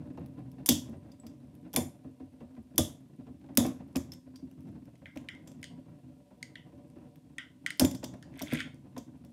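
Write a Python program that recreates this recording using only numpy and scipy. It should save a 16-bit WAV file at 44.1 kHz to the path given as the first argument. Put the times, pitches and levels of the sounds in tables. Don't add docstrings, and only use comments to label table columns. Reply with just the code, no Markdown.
import sys
import numpy as np
from scipy import signal
from scipy.fft import rfft, irfft, next_fast_len
from scipy.io import wavfile
from scipy.ndimage import uniform_filter1d

SR = 44100
rng = np.random.default_rng(int(sys.argv[2]) if len(sys.argv) > 2 else 0)


def unload_audio(sound):
    columns = np.transpose(np.atleast_2d(sound))
    steps = np.round(np.clip(columns, -1, 1) * 32767)
    wavfile.write(sys.argv[1], SR, steps.astype(np.int16))


def makeup_ratio(level_db):
    decades = np.asarray(level_db, float) / 20
    return 10 ** decades


N = 411364


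def unit(x):
    return x / np.sqrt(np.mean(x ** 2) + 1e-20)


def peak(x):
    return x / np.abs(x).max()


def along(points, hz):
    f, v = np.transpose(points)
    return np.interp(np.log(hz + 1), np.log(f + 1), v)


def curves(rows):
    s, *columns = np.transpose(rows)
    return [np.interp(np.arange(N) / SR, s, column, -120, -120) for column in columns]


def filtered(x, response):
    m = next_fast_len(len(x))
    spectrum = rfft(x, m) * response(np.fft.rfftfreq(m, 1 / SR))
    return irfft(spectrum, m)[:len(x)]


def body(x, modes, order=1, sign=-1):
    def response(f):
        total = 0
        for k, (hz, width, db) in enumerate(modes):
            damping = 1j * f * width
            resonance = damping / (hz * hz - f * f + damping)
            total = total + sign ** k * makeup_ratio(db) * resonance ** order
        return total
    return filtered(x, response)


def add(track, s, sound):
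    part = track[..., round(s * SR):][..., :sound.shape[-1]]
    part += sound[..., :part.shape[-1]]


def taps(per_s, spread_db):
    hits = rng.random(N) < per_s / SR
    signs = rng.choice([-1, 1], N)
    return hits * signs * makeup_ratio(spread_db * np.minimum(rng.exponential(1, N), 3))


def blows(t, contact):
    shape = (1 - np.exp(-t / .0004)) * np.exp(-t / max(contact, .0008))
    shape = shape + makeup_ratio(-12) * np.roll(shape, round(.003 * SR))
    grind = shape * rng.standard_normal((3, len(t)))
    return grind, (t == 0) * np.linalg.norm(shape)


def struck(t, contact, parts):
    grind, impulse = blows(t, contact)
    total = 0
    for burst, (modes, db) in zip(grind, parts):
        detune = [1 + .012 * rng.standard_normal(), 1, 1]
        reweight_db = np.outer(rng.normal(0, 1.5, len(modes)), [0, 0, 1])
        modes = np.array(modes) * detune + reweight_db
        direct = body(burst, modes, order=2)
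        all_round = body(impulse, modes, order=2, sign=0.62)
        total = total + makeup_ratio(db) * np.array([direct, all_round]) / np.abs(direct).max()
    return total * (t < t[-1] / 2)


# (frequency [Hz], density [dB per Hz])
HISS = [(530, -38.5), (900, -10.5), (1000, -10), (1300, -19), (2720, -12.5), (6870, -18), (8980, -16),
        (12500, -22.5), (14800, -22), (15900, -38.5), (16500, -42.5)]


def microphone_hiss():
    return makeup_ratio(-78.5) * unit(filtered(rng.standard_normal(N), lambda hz: makeup_ratio(along(HISS, hz))))


# (frequency [Hz], t60 [s])
ROOM = [(300, .28), (1500, .29), (4000, .28), (9000, .28), (13000, .25), (16000, .22)]


def room(x):
    out, step = np.zeros(N), SR // 3
    for start in range(0, N, step):
        hz, t, z = signal.stft(rng.standard_normal(SR // 2), SR, nperseg=256)
        decay = makeup_ratio(-60 * t / along(ROOM, hz)[:, None])
        tail = signal.istft(z * decay, SR, nperseg=256)[1]
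        tail = tail / np.linalg.norm(tail)
        add(out, start / SR + .003, signal.fftconvolve(x[start:start + step], tail))
    return out


# (time [s], speed [turns per s])
SPIN = [
    (0, 15.6),
    (9.33, 7.6),
]


def rattle():
    turns = np.cumsum(curves(SPIN)[0]) / SR
    ticks = np.diff(np.floor(turns - .04), prepend=-1) * makeup_ratio(rng.uniform(-8, 0, N))
    burst = signal.fftconvolve(ticks, np.hanning(SR // 500))[:N] * rng.standard_normal(N)
    modes = [(3600, 500, -5), (9000, 1500, -4), (11300, 1200, 0), (14500, 1000, -6)]  # Hz, width Hz, dB
    return makeup_ratio(-91) * unit(body(burst, modes, order=2))


# (time [s], pressure [dB])
MURMUR = [
    (0, -64),
    (1.7, -66),
    (2, -73),
    (4.4, -78.5),
    (5.3, -82),
    (5.6, -67.5),
    (6.4, -68),
    (7.15, -67),
    (7.3, -75),
    (9.33, -71),
]
# (frequency [Hz], width [Hz], level [dB])
MURMUR_MODES = [(470, 40, -3), (583.7, 26, 1.5), (732.7, 36, -8), (968, 45, -12)]


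def murmur():
    return makeup_ratio(curves(MURMUR)[0]) * unit(body(taps(per_s=300, spread_db=3.5), MURMUR_MODES, order=2))


# (time [s], peak [dB], second mode [dB], snap [dB], main mode [Hz])
CLICKS = [(4.9546, -58.5, -8, -3, 2150), (5.0568, -36, -7.5, -26, 2050), (5.0654, -45, -10.5, -26, 2150),
          (5.287, -31, 0, -11.5, 2040), (5.3497, -46.5, -4, -13, 2090), (5.629, -36, -2.5, -5, 2083),
          (5.6413, -38, 2, -1, 1967), (6.4276, -29.5, -12.5, -3, 2030), (6.555, -34.5, -7, -18, 1955),
          (7.3825, -28.5, -7, -9, 1930), (7.6625, -17.5, -9, -14.5, 1960), (7.6705, -47, -6, 6, 2100),
          (7.7045, -23.5, -6.5, -11, 2030), (8.226, -48, 0, 0.5, 1750), (8.3385, -49, -11, -15, 2150),
          (8.3554, -54, -6, -6, 2300), (8.3977, -39, -2, -10, 2090), (8.471, -41, -7, -12, 2200),
          (8.5094, -38, -8, -14, 2300), (8.5147, -33, -14, -14, 2150), (8.5482, -29, -10, -14, 2050),
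          (8.5538, -31.5, -7, -6, 2280), (8.572, -31, -5, -15, 2380), (8.592, -37, -5, -12, 2200),
          (8.612, -37, -5, -7, 2250), (8.6036, -24.5, -2, -8.5, 1780)]
# (share of the main mode [ratio], level [dB])
SHELL = [(0.8, -14), (1, -1), (1.22, -18)]
# (frequency [Hz], width [Hz], level [dB])
SHELL_SECOND = [(3100, 680, 3), (4180, 700, -9), (2660, 400, -7.5)]
# (frequency [Hz], width [Hz], level [dB])
SNAP = [(4670, 1400, 5.5), (6545, 810, 7.5), (8540, 1200, 7.5), (10800, 1900, -5.5), (14300, 3870, -13.5)]
# (time [s], force [dB])
DRAG = [
    (8.32, -69.5),
    (8.4, -48.5),
    (8.46, -52.5),
    (8.51, -40.5),
    (8.558, -37.5),
    (8.59, -40),
    (8.606, -39),
    (8.63, -54),
    (8.76, -88),
]


def plastic():
    out, t = np.zeros((2, N)), np.arange(SR // 8) / SR
    for s, db, second_db, snap_db, hz in CLICKS:
        shell = [(share * hz, 310, level) for share, level in SHELL]
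        parts = [(shell, 0), (SHELL_SECOND, second_db + 0.5), (SNAP, snap_db + 4)]
        add(out, s, makeup_ratio(db) * struck(t, 0.00076, parts))
    skids = signal.fftconvolve(np.abs(taps(per_s=600, spread_db=4)), np.hanning(SR // 400))[:N]
    grit = skids * rng.standard_normal(N)
    hollow_modes = [(1535, 490, -4), (2150, 550, -4), (2560, 470, -9.5), (3360, 760, -7)]  # Hz, width Hz, dB
    hollow = unit(body(grit, hollow_modes, order=2))
    bright = unit(body(grit, SNAP, order=2))
    return out + makeup_ratio(curves(DRAG)[0] - 4.5) * (hollow + makeup_ratio(-16) * bright)


# (time [s], pressure [dB])
CHATTER = [(0.0, -45.5), (0.47, -47), (0.83, -49.5), (1.25, -53.5), (1.71, -48), (1.9, -58.5),
           (2.57, -58.5), (3.71, -48.5), (4.36, -55.5), (4.65, -44), (5.01, -56), (5.82, -51),
           (6.21, -57.5), (6.94, -53.5), (7.43, -58), (7.85, -56.5), (7.97, -50.5), (9.33, -54)]
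# (frequency [Hz], width [Hz], level [dB])
BOOM = [(82, 45, -0.5), (98.04, 20, -1.5)]
# (frequency [Hz], width [Hz], level [dB])
LID = [(129.3, 55, -4), (194, 100, -14), (221.2, 32, -9.5), (256.15, 33, -2), (304.9, 45, -8.5),
       (365, 100, -23.5)]
# (frequency [Hz], width [Hz], level [dB])
LID_UPPER = [(471, 72, -1.5), (562.4, 60, 1.5), (616, 88, -4), (714, 150, -4.5), (1003, 210, -13),
             (1207, 37, -14.5)]
# (frequency [Hz], width [Hz], level [dB])
SCUFF = [(1270, 1800, 5), (2790, 200, -2)]


def chatter():
    drum_db, t = curves(CHATTER)[0], np.arange(N) / SR
    usual_db = drum_db.mean()
    scratch_db = usual_db + 0.65 * (drum_db - usual_db) - 13 - 0.24 * t
    shaken, settle_s = np.zeros(N), .07
    for s, db, *_ in THUMPS:
        add(shaken, s, makeup_ratio(db) * np.exp(-t[:SR // 2] / settle_s))
    tips = taps(per_s=230, spread_db=4)
    low = unit(unit(body(tips, LID, order=2)) + makeup_ratio(-9) * unit(body(tips, BOOM, order=2)))
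    skid_t, skid_s = t[:SR // 20], 0.0063
    skid = skid_t ** .5 * np.exp(-skid_t / skid_s)
    skids = signal.fftconvolve(np.abs(tips) ** 1.7, skid)[:N] * rng.standard_normal(N)
    upper = unit(body(skids, LID_UPPER, order=2)) + makeup_ratio(-10) * unit(body(skids, SCUFF, order=2))
    drumming = (makeup_ratio(drum_db + 3) + makeup_ratio(-26) * shaken) * low
    scratching = (makeup_ratio(scratch_db) + makeup_ratio(-41.5) * shaken) * upper
    return drumming + scratching


# (time [s], peak [dB], upper modes [dB], boom [dB], shove length [s])
THUMPS = [(0.177, -31, -8.5, -9, 0.015), (0.69, -15, -12.5, -20.5, 0.013), (0.719, -19, -14, -9, 0.005),
          (1.74, -29.5, -8, -12.5, 0.02), (1.768, -20, -5.5, -10, 0.025), (2.786, -14.5, -9, -9.5, 0.008),
          (3.578, -12.5, -10.5, -17, 0.0062), (3.595, -27, -4, -13.5, 0.034),
          (3.652, -22, -5.5, -19, 0.012), (3.957, -18.5, -14.5, -13, 0.013),
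          (5.161, -26.5, -12, -30.5, 0.01), (7.799, -20.5, -10, -17, 0.0041),
          (7.811, -11, -8.5, -9.5, 0.014), (7.842, -12, -16, -23, 0.0046), (8.033, -30, -2, -31.5, 0.012),
          (8.412, -32.5, -1.5, -9.5, 0.011), (8.427, -27, -15, -18, 0.0036),
          (8.525, -20, -9.5, -22.5, 0.007), (8.547, -29.5, -13, -10.5, 0.013),
          (8.967, -30.5, -5.5, -16.5, 0.015)]
# (time [s], peak [dB], upper modes [dB])
NUDGES = [(0.278, -42, -23), (0.883, -34, -15), (0.94, -37, -11), (1.237, -36.5, -13), (1.433, -43.5, -14),
          (1.517, -43, -27), (2.047, -34, -15.5), (2.202, -35.5, -12.5), (2.408, -37, -8.5),
          (2.569, -34.5, -12.5), (2.741, -34, -19), (3.093, -45.5, -20), (3.18, -40.5, -28),
          (3.27, -33.5, -15.5), (3.418, -46, -14), (3.492, -36, -11), (3.806, -35.5, -13),
          (4.083, -43, -14), (4.423, -33, -29), (4.696, -41.5, -28), (5.373, -47, -27), (5.554, -40, -28),
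          (5.727, -41.5, -23), (6.309, -45.5, -8.5), (6.725, -40, -15.5), (6.962, -36.5, -15.5),
          (8.138, -43.5, 0), (8.251, -45.5, -7), (8.759, -43.5, -20.5), (9.259, -45.5, -25)]


def thumps():
    out, t = np.zeros(N), np.arange(SR // 5) / SR
    bend_s = 0.00691
    swing_s, sag_hz_per_s = .011, 300
    nudge_boom_db, nudge_s = -11, .022
    nudges = [(*row, nudge_boom_db, nudge_s) for row in NUDGES]
    for s, db, upper_db, boom_db, length in THUMPS + nudges:
        u = t / max(length, .003)
        shove = u ** 0.62 * np.exp(-1.3 * u) * rng.standard_normal(len(t))
        early = u ** .2 * np.exp(-1.5 * u) * rng.standard_normal(len(t))
        spot_hz = 262 + 9 * rng.standard_normal()
        lag = np.maximum(t - bend_s, 0)
        swell = peak(lag * np.exp(-lag / min(length, swing_s)))
        swing = swell * np.sin(2 * np.pi * (spot_hz - sag_hz_per_s * lag) * lag)
        swing_db = -3.5 + .25 * (db + 14)
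        lid = peak(body(shove, [*LID, (spot_hz, 55, 5)], order=2))
        boom = peak(body(shove, BOOM, order=2))
        low = makeup_ratio(swing_db) * swing + makeup_ratio(-3.5) * lid + makeup_ratio(boom_db) * boom
        upper = peak(body(early, LID_UPPER, order=2)) + makeup_ratio(-8.5) * peak(body(early, SCUFF, order=2))
        add(out, s - .004, makeup_ratio(db) * (low + makeup_ratio(upper_db) * upper))
    return out


# (frequency [Hz], width [Hz], level [dB])
RIM = [(3540, 900, -6), (4364, 2300, -14), (5300, 4200, -0.5), (6130, 2700, -0.5), (7180, 1100, -8),
       (9130, 760, -4.5)]
# (frequency [Hz], width [Hz], level [dB])
RIM_TREBLE = [(9194, 640, -4), (10920, 2400, 8), (13100, 5300, 2.5), (15550, 2500, 0)]
# (frequency [Hz], width [Hz], level [dB])
CORE = [(970, 260, 2.5), (2300, 2400, 2.5)]


def crack(t, treble_db, body_db, contact):
    return struck(t, contact, [(RIM, 0), (RIM_TREBLE, treble_db), (CORE, body_db)])


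def ringing(t, hz, t60):
    flutter = 1 + 1.3 * uniform_filter1d(rng.standard_normal(len(t)), size=400) * 20
    return flutter * makeup_ratio(-60 * t / t60) * np.sin(2 * np.pi * hz * t)


# (frequency [Hz], level [dB], t60 [s])
RING = [(3500, -3, .14), (4850, -7, .09), (5290, -3, .12), (6000, -7, .09), (7153, 0, .2), (8800, -4, .12),
        (11300, -4, .1), (13100, -8, .07), (14200, -8, .07), (3120, -6, .1), (6700, -6, .12),
        (9500, -7, .11), (10780, -6, .12), (12720, -9, .1)]


def full_ring(t, lasting=1):
    return sum(makeup_ratio(db + rng.normal(0, 4)) * ringing(t, hz, lasting * t60) for hz, db, t60 in RING)


def favoured(t, hz):
    return ringing(t, hz, .13) + makeup_ratio(16) * ringing(t, hz, .022)


# (time [s], peak [dB], treble [dB], body [dB], ring [dB])
CLASHES = [(0.6604, -17.5, -7, -13, 2), (0.6892, -2, -9.5, -12.5, -16.5), (1.7617, -11.5, -5.5, -9.5, -5),
           (2.7797, -4, -7.5, -16.5, -14), (3.5724, -4.5, -7.5, -9.5, -13), (3.6638, -26, -14, -12, -23),
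           (3.9574, -21.5, -19, -5.5, -11), (7.7959, -6, -9, -12.5, -10), (7.848, -19, -11, -5.5, -5.5),
           (8.4218, -24, -11.5, -32, -16), (8.534, -29, -8, 2, -8.5)]
# (time [s], peak [dB], ring [dB], mode [Hz])
PINGS = [(1.1177, -54.5, -14.5, 4800), (1.266, -45.5, -19, 4830), (4.1198, -44, -11, 5300),
         (4.3588, -50.5, -12, 4850), (4.3586, -56, -11.5, 5620), (4.134, -44, -28, 3430),
         (5.4743, -47.5, -21, 7410), (5.4743, -53, -20.5, 5200), (7.911, -34.5, -29, 5300),
         (7.948, -37.5, -25, 5340), (8.0411, -33.5, -24.5, 4930), (8.9778, -38, -28, 7270)]
# (time [s], level [dB], frequency [Hz])
FAVOURED = [(0.688, -46.5, 7140), (1.4, -82, 3940), (1.2, -73, 7900), (0.97, -79, 8900),
            (1.7616, -50, 11400), (1.762, -53, 16000), (1.762, -56, 4200), (1.739, -59, 13000),
            (4.1202, -74, 11500), (4.1202, -69, 3500), (1.7618, -51, 6010), (1.7626, -42, 8800),
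            (1.762, -54, 2300), (2.7806, -48, 3550), (2.7813, -41.5, 8700), (7.7963, -54.5, 6300),
            (8.039, -65, 7150)]
# (time [s], peak [dB], treble [dB], body [dB])
TOUCHES = [(0.1755, -63, -8, -13), (0.2606, -59, -3, 1), (0.5162, -56, -7.5, -5.5), (1.552, -60.5, -5, -2),
           (3.8015, -81, -14.5, 10.5), (4.513, -59.5, -6, 4.5), (4.6062, -62.5, -4, -6),
           (4.689, -64.5, -11, -1.5), (4.8551, -61, -8.5, -2.5), (5.16, -51.5, -15, -2),
           (5.5168, -54, -13, -3.5), (6.9, -60.5, -12, -6), (7.158, -60, -4.5, 5.5),
           (8.375, -54, -5.5, -15.5), (0.896, -63.5, -1, -15), (7.774, -60, 0, -15),
           (5.213, -65, -2.5, -15), (5.615, -61, -6, -15), (8.4175, -32, -21, -15), (8.526, -39, -13, -8),
           (8.1386, -54, -18.5, 6.5), (8.3926, -35, -20, -17), (8.744, -54, -16, -15),
           (9.2486, -56, -7, -1.5),
           (1.731, -39.5, -12, -11), (1.736, -42, -6.5, -10), (1.75, -40, -15, -8),
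            (1.7405, -35.5, -16, -10.5), (2.7588, -50.5, -5.5, -13), (3.552, -53.5, -3.5, -9),
            (3.656, -47, -20, 11.5), (3.928, -65, -6, -14.5), (2.552, -70.5, -23.5, 10),
            (3.414, -72.5, -21.5, 13), (3.463, -74, -18, 13.5), (2.408, -72.5, -26, 7),
            (3.967, -34.5, -5, 1), (5.173, -45.5, -13.5, 8.5), (8.0318, -44, -31.5, 0),
            (8.9661, -54, -20.5, 7)]
WET = np.array([[1], [.4]])


def clashes():
    out, t = np.zeros((2, N)), np.arange(SR // 5) / SR
    for s, db, treble_db, body_db, ring_db in CLASHES:
        ring = makeup_ratio(ring_db - 18) * WET * full_ring(t)
        add(out, s, makeup_ratio(db - 5) * (crack(t, treble_db + 10, body_db + 2, contact=.0018) + ring))
    for s, db, ring_db, hz in PINGS:
        ring = favoured(t, hz) + makeup_ratio(-19) * full_ring(t, lasting=.6)
        add(out, s, makeup_ratio(db) * (crack(t, -6, -7, contact=.0037) + makeup_ratio(ring_db - 2.5) * WET * ring))
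    for s, db, hz in FAVOURED:
        add(out, s, makeup_ratio(db) * WET * favoured(t, hz))
    for s, db, treble_db, body_db in TOUCHES:
        add(out, s, makeup_ratio(db + 1.5) * crack(t[:SR // 20], treble_db + 8, body_db, contact=.00054))
    return out


def scene():
    lid = rattle() + murmur() + chatter() + thumps()
    part_direct, part_round = plastic()
    metal_direct, metal_round = clashes()
    reverberation = room(makeup_ratio(-2) * metal_round + makeup_ratio(-2.5) * part_round + makeup_ratio(-8.5) * lid)
    return (metal_direct + part_direct + lid + reverberation)[None]


# (frequency [Hz], level [dB])
TOP = [(15500, -2), (16000, -12.5), (16800, -42.5)]


def top_cut(x):
    return signal.sosfilt(signal.butter(12, 16850, fs=SR, output="sos"), x)


def record(dry):
    sound = filtered(dry[0], lambda hz: (1j * hz / (32 + 1j * hz)) ** 5)
    sound = sound / (1 + np.abs(sound / .62) ** 4) ** .25
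    sound = filtered(sound, lambda hz: makeup_ratio(along(TOP, hz))) + microphone_hiss()
    return top_cut(sound[None])


dry = scene()
out = record(dry)
unload_audio(out)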